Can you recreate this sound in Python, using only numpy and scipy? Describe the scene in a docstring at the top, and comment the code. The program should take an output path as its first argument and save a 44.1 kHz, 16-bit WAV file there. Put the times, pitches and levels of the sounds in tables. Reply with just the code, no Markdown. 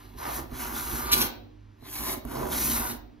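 """Four strokes of a steel card scraper over a wooden tabletop, close to the microphone, in a small room.
Quiet air and a wavering hum lie under it all; a soft knock marks the first stroke, a louder one leads into the second.
Along each stroke snapping fibres hiss and tear in the ringing blade, the grain rasps and the table rumbles.
The second stroke jolts midway and ends in harsh stick-slip chatter; a short gap follows.
Two more strokes each start from a knock, and the last jolts twice more before the edge lifts."""
import sys
import numpy as np
from scipy import signal
from scipy.fft import rfft, irfft
from scipy.io import wavfile
from scipy.ndimage import uniform_filter1d, map_coordinates

SR = 44100
rng = np.random.default_rng(int(sys.argv[2]) if len(sys.argv) > 2 else 0)


def pcm_store(signal):
    """Save signal as 16-bit PCM."""
    levels = np.round(np.clip(np.atleast_2d(signal), -1, 1) * 32767)
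    wavfile.write(sys.argv[1], SR, levels.astype(np.int16).T)


N = 141120
TIME = np.arange(N) / SR

# Levels are relative to the layer trims and the room.
# one table per stroke: t/s, hiss level/dB, tearing level/dB, rasp level/dB, rumble level/dB
STROKES = [
    [(0.0, -63, -65.5, -57.5, -59), (0.158, -68.5, -75.5, -84.5, -49), (0.188, -49, -60.5, -46.5, -50),
     (0.226, -48, -57.5, -41.5, -50), (0.282, -43.5, -58, -41.5, -40.5), (0.364, -37.5, -54, -46, -48),
     (0.396, -43, -60, -42, -36.5), (0.464, -66, -77, -99, -51)],
    [(0.54, -50.5, -64, -52, -43), (0.616, -38, -51.5, -46.5, -42.5), (0.708, -44, -64, -46.5, -41),
     (0.776, -37, -47.5, -47.5, -40.5), (0.86, -39.5, -56.5, -48.5, -46.5), (0.974, -36.5, -53.5, -45, -35),
     (1.105, -45, -52.5, -41, -46.5), (1.134, -35.5, -33, -36, -34), (1.154, -32, -68, -39.5, -36),
     (1.226, -29.5, -44, -37, -33.5), (1.27, -38, -56, -53, -37)],
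    [(1.87, -52, -59.5, -54, -52), (1.918, -43.5, -60, -62, -51), (1.954, -38, -53, -50, -59),
     (2.018, -38.5, -56, -51.5, -37), (2.052, -35.5, -51.5, -48, -46), (2.088, -34.5, -44, -43, -35),
     (2.13, -33.5, -53, -45, -38), (2.158, -45.5, -67, -49, -45), (2.18, -50, -83, -77, -39)],
    [(2.28, -54.5, -65, -57.5, -40), (2.318, -46, -59.5, -50.5, -33.5), (2.398, -46.5, -59.5, -47, -33),
     (2.492, -45.5, -63, -51, -36.5), (2.524, -35, -47.5, -39.5, -39), (2.636, -29, -48, -47.5, -32.5),
     (2.778, -31, -47, -40.5, -40), (2.836, -37.5, -53.5, -41.5, -51), (2.914, -39, -52, -48, -37),
     (2.97, -55.5, -68, -79, -45.5)],
]
# deep throb of the table, one table per stroke: t/s, level/dB
THROBS = [
    [(0.16, -49.5), (0.44, -44.5), (0.47, -55)],
    [(0.53, -45), (1.204, -41), (1.3, -50)],
    [(1.99, -54), (2.008, -43.5), (2.2, -51)],
    [(2.26, -48), (2.792, -40), (3.0, -49)],
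]
# the edge rubs without biting: t/s, length/s, level/dB
RUBS = [(.24, 0.083, -48), (2.32, .19, -35.5)]
# the edge catches and judders: t/s, length/s, level/dB
CHATTERS = [(1.115, 0.035, -14.5), (1.165, 0.04, -28.5), (1.206, 0.026, -20)]
# blade set down or jolting over hard grain: t/s, knock level/dB, edge tick level/dB, tick tilt/(dB per octave)
KNOCKS = [(.155, -42, -66, 0), (.519, -32, -33, -6), (.937, -33, -42, -5), (1.825, -41, -70, -5),
          (2.251, -29, -28, -1), (2.439, -33, -30, -9), (2.797, -30, -40, -5)]
# brighter or duller wood, one value per stroke: rasp tilt/(dB per octave)
RASP_TILTS = [1, 1.5, -1, 0]

# colour of the fine hiss: f/Hz, level/dB
CUT_COLOUR = [(300, -45), (3000, -22), (5500, -8), (7000, -3), (8500, -1), (10000, -.5), (12500, -1),
              (15500, .5)]
# colour of the coarse tearing: f/Hz, level/dB
TEAR_COLOUR = [(300, -50.5), (1100, -14), (1600, 6.5), (2200, 2), (3000, 2), (4200, 3), (5500, -0.5),
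               (7500, -10), (15000, -13)]
# colour of the rasp before its tilt: f/Hz, level/dB
RASP_COLOUR = [(150, -25), (400, -10.5), (650, -1), (1080, -3), (1500, -9), (2200, -17), (3200, -21.5),
               (6000, -29.5), (15000, -66)]
# colour of the edge rubbing: f/Hz, level/dB
RUB_COLOUR = [(150, -39), (330, -16.5), (440, 4), (800, -2), (1150, -5), (2000, -25), (8000, -47)]
# colour of the boards' rumble: f/Hz, level/dB
RUMBLE_COLOUR = [(30, -40), (80, -13), (130, -3), (190, -13), (240, -3), (370, -6.5), (460, -14),
                 (900, -14.5), (3000, -48.5)]
# colour of the whole table's throb: f/Hz, level/dB
THROB_COLOUR = [(20, -63), (38, -15), (52, 14), (65, 10.5), (82, -4.5), (130, -10), (400, -79)]
# colour of the chatter: f/Hz, level/dB
JUDDER_COLOUR = [(300, -25), (1700, -14), (2400, -3), (3200, -4), (4200, -1), (5200, -3), (8000, -1),
                 (12000, -3), (15500, -1)]
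# colour of the edge tick before its tilt: f/Hz, level/dB
TICK_COLOUR = [(100, -17), (600, 14), (1500, 7), (4000, -12.5), (9000, 8.5), (15000, 14.5)]

# blade resonances: f/Hz, width/Hz, lift/dB
BLADE = [(2250, 200, 3), (2617, 40, 3), (3355, 45, 5), (4050, 500, 4), (5632, 60, 6), (6100, 200, 4),
         (9175, 100, 6), (11280, 200, 6), (13200, 450, 2)]
# extra blade resonances while it chatters: f/Hz, width/Hz, lift/dB
SQUEAL = [(2450, 300, 3), (8020, 400, 8)]
# tabletop resonances: f/Hz, width/Hz, then lift/dB in stroke 1, 2, 3, 4
BOARDS = [(234.4, 38, 7, 7, 9, 11), (293.2, 7.1, 11, 8, 13.5, 10), (375.6, 27, 7, 10.5, 12, 8.9),
          (704, 18, 4, -7, -3.5, 2), (760, 30, 3.5, 1.5, 2, 5.3), (943.4, 25, 6, 9, -2, 7.4),
          (1044.4, 22, 7, 4.5, 11, 8.9), (1193, 42, 7.5, 10.5, -1, 6), (1227, 95, 2, -0.5, 2.5, 0.33),
          (1445, 210, 1.5, 8, -4.5, 9.2), (1845, 240, 5, -1, -2.5, 0), (2190, 450, 2, 4, 10, 6)]
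# modes of a knock on the table: f/Hz, level/dB, t60/s
KNOCK_MODES = [(55.4, -7, 0.44), (140, -1, 0.071), (249, -2.5, 0.1), (273, 2.5, 0.019),
               (409.4, -5.5, 0.077), (646, 0, 0.026), (1110, -5.5, 0.017)]

# left-right bearing of the blade: t/s, left port's lead/microseconds
BEARING = [(.2, -11), (.6, 38), (1.0, -8), (1.15, -100), (1.3, -110), (1.85, 85), (2.15, 94), (2.5, 37),
           (2.95, -60)]
# phase between the ports: f/Hz, left port's lead/radians
PORT_PHASE = [(100, 0), (300, .1), (430, 1.4), (550, 3.7), (750, 3.9), (950, 5.3), (1400, 4.5), (2100, 5.9),
              (4000, 6.2), (6000, 5.5), (7500, 3.3), (9200, 3.0), (9800, 2.1), (12000, .1), (13200, -.1),
              (15700, -3.1)]
# balance of the ports: f/Hz, left minus right level/dB
PORT_BALANCE = [(60, -4), (400, -4.5), (600, 1.5), (950, -5), (1400, -1), (2100, 2.5), (2800, 0),
                (4200, 1.2), (8000, 0)]
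# decay of the room: f/Hz, t60/s
ROOM = [(60, 1), (300, 0.97), (1000, 0.38), (4000, 0.44), (10000, 0.088), (16000, 0.39)]
# sideways spread of the echoes: f/Hz, level/dB
ECHO_WIDTH = [(80, -4), (300, 0), (1000, 0), (2000, 2), (4000, 1), (7500, -4), (15000, -4)]
# colour of the still air: f/Hz, level/dB
AIR_COLOUR = [(20, -34), (48, 0), (70, -10), (150, -15), (330, -15), (550, -22), (1500, -29), (5000, -40),
              (15000, -60)]
# partials of the hum, nominal pitch and rms: f/Hz, level/dB
HUM = [(49, -59), (101, -57), (301, -62)]

CUT_DB, TEAR_DB, RASP_DB, RUMBLE_DB, THROB_DB = 4.5, 8, 5.5, -1.5, 1  # layer trims
ATTACK_DB_PER_S, RELEASE_DB_PER_S = 330, 688.5
CHATTER_HZ, CHATTER_JITTER, SLIP_S = 185, .3, .0015
THROB_UNEVEN = .4  # larger keeps more of the throb's own swells
TICK_S = .0013  # decay constant of the tick
SPLIT_HZ = 7000  # the moving delay works below this
AIR_DB = -57.5
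EDGE_HZ = 15780


def cutting():
    """Fibres snap at the edge and ring the blade: a dense fine hiss under a sparser, coarser tearing."""
    fine = snaps(per_s=11000, spread_db=2.4, clump_db=0.5, clump_hz=290)
    coarse = snaps(per_s=3000, spread_db=3.0, clump_db=2, clump_hz=90)
    hiss = unit(ring(fine, CUT_COLOUR, BLADE))
    tear = flex(ring(coarse, TEAR_COLOUR, BLADE), depth_db=3.5, patch_hz=220, patch_s=.045)
    hiss_gain = amp(CUT_DB) * stroke_gain(STROKES, column=1)
    tear_gain = amp(TEAR_DB) * stroke_gain(STROKES, column=2)
    return hiss_gain * hiss + tear_gain * tear


def flex(x, depth_db, patch_hz, patch_s, size=1024):
    """The blade bends under the thumbs, so its colour wanders in small patches of time and pitch."""
    z = signal.stft(x, nperseg=size)[2]
    field = rng.standard_normal(z.shape)
    spans = (patch_hz * size / SR, patch_s * SR / (size / 2))  # in bins, in frames
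    for axis, span in enumerate(spans):
        field = uniform_filter1d(field, max(round(span), 1), axis)
    coloured = z * amp(depth_db * unit(field))
    return unit(signal.istft(coloured, nperseg=size)[1][:N])


def rasping():
    """The edge trips over the grain and rings the tabletop; where it rubs without biting it sounds duller."""
    slips = snaps(per_s=1800, spread_db=-0.5, clump_db=2.5, clump_hz=150)
    rasp = np.zeros(N)
    for index, (stroke, tilt) in enumerate(zip(STROKES, RASP_TILTS)):
        wood = unit(ring(slips, tilted(RASP_COLOUR, tilt), tabletop(index)))
        rasp += stroke_gain([stroke], column=3) * wood
    rub = snaps(per_s=1200, spread_db=3.0, clump_db=2, clump_hz=97.3)
    return amp(RASP_DB) * rasp + arches(RUBS) * unit(ring(rub, RUB_COLOUR))


def tabletop(index):
    """The tabletop's resonances as they speak along the path of one stroke."""
    return [(hz, width, lifts[index]) for hz, width, *lifts in BOARDS]


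def rumbling():
    """The dragging force shakes the boards, and the whole table throbs on its legs."""
    drag = snaps(per_s=1500, spread_db=1, clump_db=1.5, clump_hz=60)
    boards = np.zeros(N)
    for index, stroke in enumerate(STROKES):
        boards += stroke_gain([stroke], column=4) * unit(ring(drag, RUMBLE_COLOUR, tabletop(index)))
    frame = signal.hilbert(unit(ring(drag, THROB_COLOUR)))
    throb = unit(frame.real / (abs(frame) + THROB_UNEVEN))  # swells partly levelled
    return amp(RUMBLE_DB) * boards + amp(THROB_DB) * stroke_gain(THROBS, column=1) * throb


def chattering():
    """The edge sticks and slips unevenly; each slip sends a short noise burst into the blade."""
    slip_rate = CHATTER_HZ * (1 + CHATTER_JITTER * drift(210))
    turns = np.cumsum(slip_rate) / SR
    slip = np.exp(-(turns % 1) / (CHATTER_HZ * SLIP_S))
    bursts = (.35 + slip) * rng.standard_normal(N)  # some noise stays between slips
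    return arches(CHATTERS) * unit(ring(bursts, JUDDER_COLOUR, BLADE + SQUEAL))


def knocking(rise_s=0.0014):
    """The edge ticks on the wood and the table answers with a dull knock of decaying modes."""
    out, t = np.zeros(N), np.arange(SR // 2) / SR
    modes = sum(amp(db - 60 * t / t60) * np.sin(2 * np.pi * hz * t) for hz, db, t60 in KNOCK_MODES)
    knock = modes * (1 - np.exp(-t / rise_s))
    for s, knock_db, tick_db, tilt in KNOCKS:
        scratch = unit(ring(rng.standard_normal(len(t)), tilted(TICK_COLOUR, tilt), BLADE))
        tick = scratch * np.exp(-t / TICK_S)
        add(out, s, amp(knock_db) * knock + amp(tick_db) * tick)
    return out


def travel(pair):
    """Below the split, the delay between the ports follows the bearing of the blade."""
    low = signal.sosfiltfilt(signal.butter(6, SPLIT_HZ, fs=SR, output="sos"), pair)
    lead = np.interp(TIME, *np.transpose(BEARING)) * 1e-6 * SR / 2  # samples, half for each port
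    moved = [map_coordinates(port, [np.arange(N) + sign * lead], order=3)
             for port, sign in zip(low, (1, -1))]
    return pair - low + np.array(moved)


def ports(x):
    """Sound reaches the two microphone ports with different phase and level at each pitch."""
    hz = np.fft.rfftfreq(2 * N, 1 / SR)
    lean = amp(read(PORT_BALANCE, hz) / 2)
    z = rfft(x, 2 * N)
    left = z * lean * np.exp(1j * read(PORT_PHASE, hz))
    return irfft(np.array([left, z / lean]))[:, :N]


def room(x, size=20, delay_s=0.0044):
    """Two sets of sparse reflections, one in every size samples, each band dying at its own speed."""
    count = SR // size
    taps = np.zeros((2, count * size))
    at = np.arange(count) * size + rng.integers(0, size, (2, count))
    np.put_along_axis(taps, at, rng.choice([-1., 1.], at.shape), 1)
    taps *= np.arange(count * size) > delay_s * SR
    hz, t, z = signal.stft(taps, SR, nperseg=256)
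    decay = amp(-60 * t / read(ROOM, hz)[:, None])
    tail = signal.istft(z * decay, SR, nperseg=256)[1]
    return signal.fftconvolve(x[None], tail / np.linalg.norm(tail[0]), axes=1)[:, :N]


def background():
    """Quiet room air, partly separate at each port, with a low hum wavering in pitch and level."""
    air = [unit(ring(rng.standard_normal(N), AIR_COLOUR)) for _ in range(3)]
    hum = np.zeros(N)
    for hz, db in HUM:
        waver = 1 + 0.37 * drift(7)
        phase = 2 * np.pi * np.cumsum(hz + drift(4.1)) / SR
        hum += amp(db) * np.sqrt(2) * waver * np.sin(phase)
    return ports(hum + amp(AIR_DB) * air[0]) + .3 * amp(AIR_DB) * np.array(air[1:])


def snaps(per_s, spread_db, clump_db, clump_hz):
    """Tiny fractures at random moments, uneven in size, that swell and thin in clumps."""
    spread = spread_db * np.minimum(rng.exponential(1, N), 4)
    size = amp(spread + clump_db * drift(clump_hz))
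    return size * rng.choice([-1., 1.], N) * (rng.random(N) < per_s / SR)


def ring(x, colour, resonances=(), size=16384):
    """Passes x through a causal minimum-phase body with a broad colour and narrow resonances."""
    hz = abs(np.fft.fftfreq(size, 1 / SR))
    lifts = sum(lift / (1 + (2 * (hz - f) / width) ** 2) for f, width, lift in resonances)
    db = read(colour, hz) + lifts
    response = np.fft.ifft(np.exp(np.conj(signal.hilbert(np.log(amp(db)))))).real
    return signal.oaconvolve(x, response[:size // 2])[:len(x)]


def tilted(colour, tilt):
    """Tips a colour by tilt dB per octave; scaling to rms 1 afterwards removes the added level."""
    return [(hz, db + tilt * np.log2(hz)) for hz, db in colour]


def stroke_gain(strokes, column):
    """One level column as a gain; the edge eases in before each stroke and lifts quickly after it."""
    gain = np.zeros(N)
    for stroke in strokes:
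        rows = np.array(stroke)
        early = np.maximum(rows[0, 0] - TIME, 0)
        late = np.maximum(TIME - rows[-1, 0], 0)
        level = np.interp(TIME, rows[:, 0], rows[:, column])
        gain += amp(level - ATTACK_DB_PER_S * early - RELEASE_DB_PER_S * late)
    return gain


def arches(events):
    """Gain of short events that swell and die away."""
    gain = np.zeros(N)
    for s, length, db in events:
        progress = np.clip((TIME - s) / length, 0, 1)
        gain += amp(db) * np.sqrt(abs(np.sin(np.pi * progress)))
    return gain


def drift(hz):
    """Smooth random motion of rms 1, fading out for rates above about hz."""
    f = np.fft.rfftfreq(N, 1 / SR)
    return unit(irfft(rfft(rng.standard_normal(N)) * np.exp(-(f / hz) ** 2), N))


def amp(db):
    """Decibels to gain."""
    return 10 ** (np.asarray(db) / 20)


def unit(x):
    """Scales to rms 1."""
    return x / np.sqrt(np.mean(x ** 2) + 1e-20)


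def read(points, hz):
    """Reads a table on a log-frequency axis."""
    f, value = np.transpose(points)
    return np.interp(np.log(hz + 1), np.log(f + 1), value)


def add(mix, s, sound):
    """Mixes a sound in at time s."""
    part = mix[max(round(s * SR), 0):][:len(sound)]
    part += sound[:len(part)]


def scene(blade_room_db=-8, wood_room_db=-5, table_room_db=-11):
    """Blade, wood and table, direct and through the room, whose echoes differ from port to port."""
    blade = cutting() + chattering()
    wood = rasping()
    table = rumbling() + knocking()
    send = amp(blade_room_db) * blade + amp(wood_room_db) * wood + amp(table_room_db) * table
    centre, side = room(send)
    left, right = ports(ring(side, ECHO_WIDTH))
    echoes = ports(centre) + np.array([left, -right])  # opposite sign spreads them sideways
    direct = travel(ports(blade + wood + table))
    return direct + echoes / np.sqrt(2) + background()


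def record(dry):
    """A steep low-pass limits the band at EDGE_HZ."""
    lowpass = signal.firwin(511, EDGE_HZ, window=("kaiser", 9), fs=SR)
    return signal.oaconvolve(dry, lowpass[None], "same")


dry = scene()
out = record(dry)
pcm_store(out)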